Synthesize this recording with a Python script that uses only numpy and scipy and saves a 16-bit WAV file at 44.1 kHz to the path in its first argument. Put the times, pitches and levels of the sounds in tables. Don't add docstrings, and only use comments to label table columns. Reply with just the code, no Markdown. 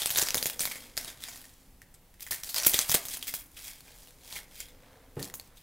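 import sys
import numpy as np
from scipy import signal
from scipy.fft import rfft, irfft
from scipy.io import wavfile
from scipy.ndimage import uniform_filter1d

SR = 44100
rng = np.random.default_rng(int(sys.argv[2]) if len(sys.argv) > 2 else 0)


def how_loud(loudness_db):
    steps = np.asarray(loudness_db, float) / 20
    return 10 ** steps


def int16_out(signal):
    q = np.round(np.clip(np.atleast_2d(signal).T, -1, 1) * 32767)
    wavfile.write(sys.argv[1], SR, q.astype(np.int16))


N = 248091

# (per Hz, relative)
ROOM_AIR = [(12, -6), (20, 4.5), (113, -8.5), (187, -11.5), (255, -23.5), (337, -20), (718, -23),
            (825, -21.5), (1400, -28.5), (2320, -28), (5530, -32.5), (11100, -30.5), (16000, -30)]
# time_s, low_hum_db, high_hum_db
HUM_DRIFT = [(0.0, -83, -83), (0.36, -59.5, -54), (0.95, -62.5, -68), (1.66, -69.5, -77), (2.24, -76, -81),
             (2.84, -65.5, -80), (3.35, -64, -102), (3.93, -72, -72.5), (4.89, -66.5, -65.5),
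             (5.14, -70.5, -65.5), (5.63, -71, -78.5)]
# pitch_hz, width_hz
HUM_PITCH = [(260, 32), (495, 48)]
# (per Hz, relative)
CHANNEL_HISS = [(12, -39), (20, -5), (248, -8), (285, -12), (410, -6.5), (499, -14), (7950, -16),
                (16000, -12.5)]
# pitch_hz, t60_s
KITCHEN_DECAY = [(200, 0.071), (1000, 0.68), (4000, 0.17), (12000, 0.16)]
# start_s, level_db (scales all the modes)
KNOCKS = [(5.167, -38.5), (5.185, -40.5), (5.211, -42)]
# pitch_hz, level_db (re the knock), t60_s
WORKTOP_MODES = [(109.5, 1.5, 0.28), (134, -1, 0.3), (183, 0, 0.27), (278, -8, 0.24), (356, -6, 0.21),
                 (436, 5, 0.07), (474, -8.5, 0.33), (616, -16, 0.17), (773, -16, 0.18), (1210, -29.5, 0.28)]
# peak_s, rise_db_per_s, rustle_db, fall_db_per_s, brightness_db_per_octave, hollowness_db
SKIN_TUGS = [(.003, 2000, -28.5, 167, -2, -3), (.061, 3004, -30.5, 198, -0.5, -12),
             (.107, 2500, -34, 170, -1, -9), (0.191, 294, -23.5, 195, -3, -29),
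             (.27, 600, -37.5, 100, -2.5, 1), (.347, 3000, -34, 150, 4, -4),
             (.429, 3000, -33, 218, 2.5, -1), (0.461, 3000, -37, 140, 0, 4),
             (.612, 900, -29.5, 130, 0, -6.5), (0.715, 500, -43, 76, -3.5, 3.5),
             (0.978, 1496, -36, 131, -3, -22), (1.084, 350, -41.5, 195, -4.5, 0),
             (1.235, 345, -43, 65, -2, 3), (1.34, 150, -44.5, 90, -2.5, -13), (1.44, 150, -57, 62, -2, -11),
             (2.207, 2500, -50.5, 64, 3, 7), (2.314, 3000, -32.5, 184, -1, -9),
             (2.436, 3000, -38, 27, -0.5, -30), (2.547, 1500, -34, 56, -4.5, -20),
             (2.665, 2002, -26.5, 180, 6.5, -3.5), (2.744, 800, -26, 141, -1, 4.5),
             (2.79, 3000, -31, 205, -1.5, 0.5), (2.916, 400, -27.5, 280, 2.5, 0.5),
             (2.944, 3000, -28, 218, -2, -4.5), (3.054, 3000, -51, 170, 13, -5),
             (3.137, 134, -37.5, 167, 0, 0), (3.228, 3000, -43, 277, 1, 0),
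             (3.273, 1499.5, -40, 147, 2.5, 6), (3.341, 2999.5, -43.5, 158, 6, 9),
             (3.573, 896, -49.5, 65, -1, 7), (3.673, 136, -43, 135, -0.5, 3.5),
             (3.86, 200, -55, 51, -5.5, 2), (4.03, 55, -52.5, 79, -2.5, -18),
             (4.255, 450, -56.5, 29.5, -5, -16), (4.371, 146, -37, 320, -3, -3.5),
             (4.505, 800, -66, 22, -17, 0), (4.603, 145, -48.5, 179, 1, 12.5),
             (4.685, 296, -64.5, 120, -2, 6), (4.87, 202, -66.5, 46, -11, -9),
             (5.232, 350, -39.5, 280, -1.5, -7), (5.34, 3000, -50.5, 170, 7, -9),
             (5.4, 2000, -63.5, 77, -13, -9), (5.46, 201, -56.5, 496, -2, -7), (5.559, 2500, -62, 62, 0, 6)]
# (per Hz, relative)
SKIN_SPECTRUM = [(88, -38), (150, -33), (354, -24.5), (702, -4.5), (1170, -12.5), (1760, -5), (2760, -10.5),
                 (3420, -0.5), (4080, 1), (11700, 5), (16000, 3.5)]
# pitch_hz, width_hz, level_db (before the hollowness of the tug)
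RUSTLE_PEAKS = [(2270, 690, 4.5), (3250, 100, 6.5), (4850, 120, -1)]
# start_s, peak_db, flake_pitch_hz, low_push_db (re peak),
# crackle_db (re peak, before the trims in snaps)
CLEAR_SNAPS = [(0.0184, -12.5, 3540, -19.5, -15.5), (0.0583, -8.5, 8570, -20, -18),
               (0.0942, -17.5, 6660, -30, -24), (0.1037, -9.5, 14070, -22, -15.5),
               (0.1486, -15, 9800, -18.5, -21), (0.1584, -13.5, 3600, -20, -12),
               (0.172, -10.5, 12200, -21, -12), (0.1764, -14.5, 12100, -32, -14),
               (0.1864, -8, 6150, -20, -28), (0.2134, -13.5, 7400, -25, -8),
               (0.2254, -10.5, 5900, -14.5, -21), (0.2593, -24.5, 4880, -32, -12),
               (0.2698, -17, 5550, -37, -15), (0.2857, -10.5, 4950, -38, -20),
               (0.3052, -12.5, 5900, -20, -23.5), (0.3441, -8, 5100, -13, -29),
               (0.3534, -14, 13900, -11, -29), (0.3704, -15, 6350, -12, -16),
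               (0.3785, -13, 3660, -29, -18.5), (0.4264, -10.5, 4830, -17.5, -25),
               (0.4569, -11, 6970, -16, -16), (0.4668, -12, 12000, -17.5, -19.5),
               (0.4983, -15, 15100, -24, -20.5), (0.5935, -13, 6100, -28, -19),
               (0.6055, -11, 8600, -20.5, -16), (0.6104, -32.5, 12700, -16, 2),
               (0.6534, -12, 13060, -18.5, -16), (0.6739, -19, 2150, -17, -22),
               (0.7128, -22, 2200, -12.5, -9.5), (0.7554, -26, 2120, -14, -13.5),
               (0.9684, -21, 6970, -22, -28), (0.9757, -10, 4840, -23.5, -25),
               (1.0465, -23, 9300, -11, -26), (1.0765, -29.5, 3620, -13, -7), (1.2261, -33, 3470, -31, -28),
               (1.2376, -18.5, 3800, -29, -36), (1.284, -28.5, 7080, -11, -10.5),
               (1.3583, -32, 4250, -36, -34), (1.8173, -33.5, 1870, -21, -18), (1.941, -37, 8060, -32, -15),
               (2.14, -44.5, 1810, -12, -19), (2.1964, -40, 2100, -17, -14),
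               (2.2059, -29.5, 12100, -29, -28), (2.2199, -30, 11700, -26.5, -11.5),
               (2.2653, -27.5, 1950, -18, -19.5), (2.2732, -27.5, 1900, -25, -24),
               (2.3082, -18, 14900, -15, -8), (2.3211, -19.5, 1880, -21, -15),
               (2.4344, -20, 5700, -27, -23.5), (2.4907, -23.5, 4290, -48, -8),
               (2.5436, -12, 5000, -42, -27), (2.5591, -15, 4900, -30, -7), (2.5795, -19, 4460, -39, -5.5),
               (2.599, -16, 5910, -36, -13.5), (2.6334, -12.5, 5700, -27, -16),
               (2.6474, -13, 5770, -27, -14.5), (2.6653, -7.5, 11700, -14, -12.5),
               (2.6974, -17, 12300, -30, -12), (2.7354, -11.5, 6250, -17, -17),
               (2.7427, -9.5, 3570, -13.5, -24.5), (2.7896, -2.5, 6200, -45, -24),
               (2.8104, -17.5, 8200, -26, -9), (2.8948, -7.5, 5860, -12, -21),
               (2.9158, -6, 16100, -19, -20.5), (2.9422, -6, 8240, -16, -14.5),
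               (2.9464, -5, 13300, -12.5, -20), (3.0525, -21.5, 13400, -17, -18),
               (3.0844, -22, 6300, -26, -17), (3.0989, -30, 12500, -18, -29),
               (3.1323, -22.5, 8270, -33, -13.5), (3.1702, -24, 11300, -20, -22),
               (3.2261, -19, 3230, -27, -19), (3.27, -25, 7900, -29, -11), (3.2799, -21, 14900, -36, -10.5),
               (3.2904, -25.5, 2130, -18, -16), (3.3388, -15.5, 14800, -17, -20.5),
               (3.3892, -35, 12500, -38, -10), (3.5683, -34, 3240, -32, -9),
               (3.8057, -33.5, 4370, -24, -28), (3.8804, -40, 2420, -25, -16),
               (4.0726, -36.5, 2920, -13, -27), (4.1066, -36.5, 7550, -28, -39),
               (4.3256, -22.5, 4240, -18, -26), (4.361, -21.5, 2070, -15, -13),
               (4.3884, -31, 1750, -28, -33), (4.6029, -21.5, 7140, -23, -19),
               (4.6844, -38, 3500, -17, -19), (5.1941, -27.5, 1770, -18, -15.5),
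               (5.227, -19, 4530, -24, -19.5), (5.2989, -31.5, 1950, -22, -27),
               (5.3393, -21, 6800, -13.5, -19.5), (5.3971, -26.5, 4420, -18.5, -21.5),
               (5.5707, -41.5, 3630, -18, -12.5)]


def evened(x):
    return x / np.sqrt(np.mean(x ** 2) + 1e-20)


def read(points, hz):
    f, value = np.transpose(points)
    return np.interp(np.log(hz + 1), np.log(f + 1), value)


def add(mix, start_s, sound):
    part = mix[max(round(start_s * SR), 0):][:len(sound)]
    part += sound[:len(part)]


def coloured_noise(points):
    size = 2 ** 18
    spectrum = rfft(rng.standard_normal(N), size)
    return irfft(spectrum * how_loud(read(points, np.fft.rfftfreq(size, 1 / SR))))[:N]


def resonate(x, hz, width_hz):
    turn = np.exp(2j * np.pi * np.cumsum(hz * np.ones(len(x))) / SR)
    r = np.exp(-np.pi * width_hz / SR)
    return 2 * (turn * signal.lfilter([1 - r], [1, -r], x / turn)).real


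def background():
    out = how_loud(-58) * evened(coloured_noise(ROOM_AIR))
    time_s, *levels = np.transpose(HUM_DRIFT)
    for (hz, width_hz), level_db in zip(HUM_PITCH, levels):
        hum = evened(resonate(rng.standard_normal(N), hz, width_hz))
        out += how_loud(np.interp(np.arange(N) / SR, time_s, level_db)) * hum
    return out


def kitchen(x):
    taps = np.zeros(SR // 2)
    at = np.arange(120, len(taps) - 20, 20)
    taps[at + rng.integers(0, 20, len(at))] = rng.choice([-1., 1.], len(at))
    hz, t, bands = signal.stft(taps, SR, nperseg=128)
    decay = how_loud(-60 * t / read(KITCHEN_DECAY, hz)[:, None])
    tail = signal.istft(bands * decay, SR, nperseg=128)[1]
    return signal.oaconvolve(x, tail / np.linalg.norm(tail))[:N]


def bump():
    out, t = np.zeros(N), np.arange(SR // 2) / SR
    phases = rng.random((len(KNOCKS), len(WORKTOP_MODES)))
    for (start_s, level_db), phase in zip(KNOCKS, phases):
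        modes = np.zeros(len(t))
        for (hz, mode_db, t60_s), p in zip(WORKTOP_MODES, phase):
            modes += how_loud(mode_db - 60 * t / t60_s) * np.sin(2 * np.pi * (hz * t + p))
        soft_start = 1 - np.exp(-t / 0.0019)
        add(out, start_s, how_loud(level_db) * modes * soft_start)
    scuff = evened(coloured_noise([(80, -20), (200, 1), (700, -5.5), (2500, -24), (8000, -39)]))
    add(out, KNOCKS[0][0], how_loud(-42.5 - 60 * t / 0.47) * scuff[:len(t)])
    return out


def pulls():
    peak_s, rise, rustle_db, fall, bright_db, hollow_db = np.transpose(SKIN_TUGS)[:, :, None]
    since = np.arange(0, N + 32, 32) / SR - peak_s
    slope = np.where(since < 0, rise, fall)
    power = how_loud(rustle_db - abs(since * slope)) ** 2 + 1e-30
    total = power.sum(0)
    curves = [10 * np.log10(total)]
    curves += [(power * colour).sum(0) / total for colour in (bright_db, hollow_db)]
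    return [np.interp(np.arange(N), np.arange(len(c)) * 32, c) for c in curves]


def ring(hz, cycles, size=400):
    turns = np.arange(size) / SR * hz
    return np.sin(2 * np.pi * turns) * np.exp(-turns / cycles) * (1 - np.exp(-turns / .45))


def rustle(level_db, bright_db, hollow_db, freed, count=28):
    creases = how_loud(4. * np.minimum(rng.standard_exponential(N), 2.2))
    creases *= rng.random(N) < 150 / SR
    clumps = 1 + signal.oaconvolve(creases, np.exp(-np.arange(200) / SR / .0009))[:N]
    grains = np.zeros(N)
    for hz in np.geomspace(200, 15800, count):
        sizes = how_loud(0.55 * np.minimum(rng.standard_exponential(N), 4)) * rng.choice([-1., 1.], N)
        sizes *= how_loud(1.37 * evened(uniform_filter1d(rng.standard_normal(N), 1500)))
        per_s = 150 + .35 * hz
        breaks = sizes * (rng.random(N) < per_s / SR) * clumps
        grain = ring(hz, 1.58, size=1500)
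        tilt_db = bright_db * np.log2(max(hz, 1100) / 6500)
        weight = how_loud(read(SKIN_SPECTRUM, hz) + tilt_db) * np.sqrt(hz / per_s) / np.linalg.norm(grain)
        grains += signal.oaconvolve(breaks * weight, grain)[:N]
    shifting = 1 + 0.016 * evened(uniform_filter1d(rng.standard_normal(N), 4000))
    peaked = np.zeros(N)
    for hz, width_hz, db in RUSTLE_PEAKS:
        peaked += how_loud(db) * resonate(grains, hz * shifting, width_hz)
    return evened(grains + how_loud(hollow_db) * peaked) * np.sqrt(how_loud(level_db) ** 2 + freed)


def small_snaps(level_db, count=180):
    when, size, pitch = rng.random((count, 3)).T
    at = (when * (N - 1)).astype(int)
    peak_db = level_db[at] + 6.5 - 3 * np.log(np.maximum(size, .05))
    flake_hz = 1800 * 7.5 ** pitch
    return [(s, db, hz, -17, -16) for s, db, hz in zip(at / SR, peak_db, flake_hz)]


def snaps(rows):
    out, freed, t = np.zeros(N), np.zeros(N), np.arange(4000) / SR
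    early = t[:400]
    tick_shape = np.exp(-early / .0006) * (1 - np.exp(-early / .0002))
    since = early - .0003
    kink = np.exp(-(since / .00005) ** 2) * np.cos(2 * np.pi * 4500 * since)
    chances = rng.random((len(rows), 4))
    noises = rng.standard_normal((len(rows), 4000))
    for (start_s, peak_db, hz, push_db, crackle_db), chance, noise in zip(rows, chances, noises):
        cycles = .0006 * hz + 1.3
        crack = ring(hz, cycles) + how_loud(3) * noise[:400] * tick_shape
        side_rings = ring(2000 + 4000 * chance[0], 0.63) + ring(7000 + 7000 * chance[1], 5.4)
        crack += how_loud(-28.5) * side_rings - kink
        crack -= 0.65 * uniform_filter1d(crack, size=21)
        crack /= abs(crack).max()
        push = ring(350 + 700 * chance[2], 0.39) + 0.23 * ring(70 + 200 * chance[3], 0.39)
        push /= abs(push).max()
        add(out, start_s + .0007, how_loud(peak_db) * (crack + how_loud(push_db) * push))
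        chatter = evened(signal.oaconvolve(noise[::-1], ring(hz, 4.0))[:4000])
        add(out, start_s + .002, how_loud(peak_db + crackle_db - 6.5) * chatter * np.exp(-t / 0.014))
        add(freed, start_s + 0.003, how_loud(peak_db + crackle_db) ** 2 * 0.97 * np.exp(-t / 0.0058))
    return out, freed


def scene():
    level_db, bright_db, hollow_db = pulls()
    cracks, freed = snaps(list(CLEAR_SNAPS) + small_snaps(level_db))
    skin = cracks + rustle(level_db, bright_db, hollow_db, freed)
    knock = bump()
    echoes = how_loud(-12.5) * kitchen(skin + knock)
    mid = skin + echoes + knock + background()
    return np.array([mid, mid])


def top_cut(x):
    return signal.sosfilt(signal.butter(12, 16810, fs=SR, output="sos"), x)


def record(dry):
    side = how_loud(-73) * evened(coloured_noise(CHANNEL_HISS))
    heard = dry + np.array([side, -side])
    low_pass = signal.firwin(255, 15800, window=("kaiser", 8), fs=SR)
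    mix = signal.oaconvolve(heard, low_pass[None], "same")
    return top_cut(mix)


dry = scene()
out = record(dry)
int16_out(out)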